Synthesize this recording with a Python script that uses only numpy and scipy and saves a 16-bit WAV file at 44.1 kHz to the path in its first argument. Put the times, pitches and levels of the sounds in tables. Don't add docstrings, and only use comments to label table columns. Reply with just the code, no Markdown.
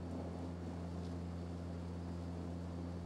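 import sys
import numpy as np
from scipy import signal
from scipy.io import wavfile
from scipy.ndimage import uniform_filter1d

SR = 44100
rng = np.random.default_rng(int(sys.argv[2]) if len(sys.argv) > 2 else 0)


def boost(x):
    u = np.asarray(x, float) / 20
    return 10 ** u


def int16_out(signal):
    q = np.round(np.clip(np.atleast_2d(signal).T, -1, 1) * 32767)
    wavfile.write(sys.argv[1], SR, q.astype(np.int16))


N = 134505
TIME_S = np.arange(N) / SR
MIC_TOP = .0145


def rms_one(x):
    return x / np.sqrt(np.mean(x ** 2) + 1e-20)


def drift(rate_hz):
    r = np.exp(-80 * np.pi * rate_hz / SR)
    slow = signal.lfilter([1], [1, -2 * r, r * r], rng.standard_normal(N // 40 + 3002))[3000:]
    return np.interp(np.arange(N) / 40, np.arange(len(slow)), rms_one(slow - slow.mean()))


def resonance(x, hz, width_hz):
    r = np.exp(-np.pi * width_hz / SR)
    poles = [1, -2 * r * np.cos(2 * np.pi * hz / SR), r * r]
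    return signal.lfilter([(1 - r * r) / 2, 0, (r * r - 1) / 2], poles, x)


def resonant_noise(hz, width_hz):
    once = resonance(rng.standard_normal(N), hz, width_hz)
    return rms_one(resonance(once, hz, width_hz))


def highpass(x, hz):
    return signal.sosfiltfilt(signal.butter(1, hz, "high", fs=SR, output="sos"), x)


# order, level/dB, polarity
BLADE_MULTIPLES = [(1, 2.2, 1), (2, -.3, 1), (3, -5.2, 1), (4, -20, -1), (5, -29, -1), (6, -24, -1)]


def blades(level_db, near_db):
    blade_hz, speed_up_hz_per_s, first_pass_s = 86.32, .052, .0101
    lean_rad, wander_rad, flutter_db = .5, .04, .25
    t = TIME_S - first_pass_s
    turn_rad = 2 * np.pi * (blade_hz + speed_up_hz_per_s * t / 2) * t
    phase_rad = turn_rad + wander_rad * drift(0.15)
    out = 0
    for k, db, polarity in BLADE_MULTIPLES:
        order_db = level_db + db + k * flutter_db * drift(1.45)
        if k > 2:
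            order_db = order_db + .7 * near_db
        out = out + polarity * np.sqrt(2) * boost(order_db) * np.cos(k * phase_rad + lean_rad)
    return out


def banded_noise(spectrum, shared_db, own_db, rate_hz, swing_db, bright_follows):
    hz_points, db_points = np.transpose(spectrum)
    edges_hz = 22 * 2 ** np.arange(0, 9.5, 1 / 3)
    together_db = shared_db * drift(rate_hz)
    white = rng.standard_normal((2, N + SR // 2))
    out = 0
    for k, (low, high) in enumerate(zip(edges_hz, edges_hz[1:])):
        hz = np.sqrt(low * high)
        if hz <= hz_points[0] * .8:
            continue
        sos = signal.butter(2, [low, high], "band", fs=SR, output="sos")
        band = signal.sosfilt(sos, white[k % 2])[-N:]
        band_db = np.interp(np.log(hz), np.log(hz_points), db_points)
        band_db -= 12 * max(0, np.log2(hz / hz_points[-1]))
        follows = bright_follows if hz > 850 else 1
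        flicker_db = together_db + own_db * drift(rate_hz)
        out = out + band * boost(band_db + flicker_db + (follows - 1) * swing_db)
    return rms_one(out) * boost(swing_db)


# f/Hz, density/(dB per Hz)
ROAR_SPECTRUM = [(28, -11.5), (58, -28), (80, -7.5), (250, 0.5), (350, -2.5), (620, -6), (900, -13),
                 (2200, -28.5)]


def wall_roar(level_db, passes):
    mean_db = level_db.mean()
    roar = banded_noise(ROAR_SPECTRUM, 0.52, 0.23, 15.0, level_db - mean_db, bright_follows=0.16)
    pulse_db = 4 * np.clip(passes / MIC_TOP, 0, 1) ** 2
    return boost(3.5 + mean_db) * roar * boost(pulse_db)


# f/Hz, density/(dB per Hz)
HISS_SPECTRUM = [(1000, 4), (2000, -5), (3200, -3), (4300, -1.5), (6000, -6), (8000, -8), (10000, -15),
                 (13000, -17.5)]


def vent_hiss(level_db):
    gust_db, gust_rate_hz = .45, 6
    mean_db = level_db.mean()
    hiss = banded_noise(HISS_SPECTRUM, 0.88, 0.33, 53.0, level_db - mean_db, bright_follows=1)
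    return boost(1.5 + mean_db) * hiss * boost(gust_db * drift(gust_rate_hz))


# f/Hz, width/Hz, level/dB rms
WHINE_LINES = [(4425, 45, -85), (4500, 40, -85), (4565, 40, -85), (4670, 100, -85.5), (5141, 120, -90),
               (7410, 200, -90), (3608, 40, -94)]
# t/s, level/dB
GEAR_TURN = [
    (0, -2),
    (.85, -2),
    (1, 2),
    (1.5, 1.5),
    (1.65, 5),
    (2.25, 4.5),
    (2.5, 0),
    (3.05, -2.5),
]


def whines():
    gear_db = -86 + np.interp(TIME_S, *np.transpose(GEAR_TURN))
    out = 0
    for hz, width_hz, db in [*WHINE_LINES, (4979, 24, gear_db)]:
        out = out + boost(db + 2 * drift(6.5)) * resonant_noise(hz, width_hz)
    return out


# t/s, level/dB, decay/s, f/Hz
TRIM_TICKS = [(.112, -64, .003, 8000), (.115, -74, .03, 7300), (.33, -71, .003, 8000),
              (.388, -67, .003, 8500), (.445, -70, .012, 4000), (.955, -72, .02, 4500),
              (.987, -69, .02, 5000), (1.032, -65, .01, 3600), (1.048, -57, .005, 4000),
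              (1.055, -60.5, .006, 4000), (1.058, -72, .012, 8000), (1.066, -61, .005, 3800),
              (1.071, -59, .003, 3600), (1.095, -68, .004, 4500), (1.115, -69, .008, 4500)]


def ticks():
    out = 0
    for s, db, decay_s, hz in TRIM_TICKS:
        age_s = np.maximum(TIME_S - s, 0)
        burst = (TIME_S > s) * np.exp(-age_s / decay_s)
        out = out + boost(db) * burst * resonant_noise(hz, .6 * hz)
    return out


# t/s, level/dB, f/Hz, t60/s
PANEL_KNOCKS = [
    (.621, -43, 280, .12),
    (.9828, -31.5, 215, .035),
    (2.4, -47, 300, .15),
]


def knocks():
    out = 0
    for s, db, hz, t60_s in PANEL_KNOCKS:
        age_s = np.maximum(TIME_S - s, 0)
        onset = 1 - np.exp(-age_s / 0.0029)
        out = out + boost(db - 60 * age_s / t60_s) * np.sin(2 * np.pi * hz * age_s) * onset
    return out


# t/s, blade level/dB, roar level/dB, hiss level/dB
MIC_SWING = [(0, -49.5, -55, -72), (.13, -49, -51, -70.5), (.3, -49, -51, -71), (.45, -49, -51.5, -70),
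             (.59, -50, -55.5, -73.5), (.64, -48.5, -52, -69.5), (.85, -48.5, -54.5, -70.5),
             (.93, -47, -54, -69.3), (1.06, -47, -53, -68), (1.15, -47.5, -54, -70),
             (1.4, -47.5, -55.5, -70.5), (1.55, -48, -55, -69.7), (1.8, -47.7, -55.5, -70.5),
             (2.1, -47.5, -55.5, -70.3), (2.4, -48, -53.5, -69.5), (2.6, -48, -55, -70.5),
             (2.85, -48, -53.5, -70.5), (3.05, -49, -56, -71.5)]


def scene():
    s, *columns = np.transpose(MIC_SWING)
    blade_db, roar_db, hiss_db = [np.interp(TIME_S, s, c) for c in columns]
    passes = blades(blade_db, roar_db - roar_db.mean())
    air = wall_roar(roar_db, passes) + vent_hiss(hiss_db)
    whine = whines() * boost(hiss_db - hiss_db.mean())
    return (passes + air + whine + ticks() + knocks())[None]


def overload(x):
    knee, slow_hz, treble_spared = 2.8, 700, .62
    flattened = x / (1 + (np.maximum(x, 0) / MIC_TOP) ** knee) ** (1 / knee)
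    return flattened + treble_spared * highpass(x - flattened, slow_hz)


# start t/s, end t/s
SCAN_LEAKS = [(.09, .3), (.35, .46), (.56, .94), (1.2, 1.27), (1.37, 1.44), (1.79, 2.3), (2.35, 2.64),
              (2.73, 2.8), (2.9, 3.05)]


def scan_whistle():
    spells = sum((TIME_S > start) & (TIME_S < end) for start, end in SCAN_LEAKS) * 1.
    return boost(-97) * uniform_filter1d(spells, size=900) * np.sin(2 * np.pi * 15624.5 * TIME_S)


def top_cut(x):
    return signal.sosfilt(signal.butter(12, 15670, fs=SR, output="sos"), x)


def record(dry):
    bass_cut_hz, treble_cut_hz, circuit_db = 28, 12300, -99
    x = highpass(overload(dry), bass_cut_hz)
    x = signal.sosfiltfilt(signal.butter(6, treble_cut_hz, fs=SR, output="sos"), x)
    mix = x + scan_whistle() + boost(circuit_db) * rng.standard_normal(N)
    return top_cut(mix)


dry = scene()
out = record(dry)
int16_out(out)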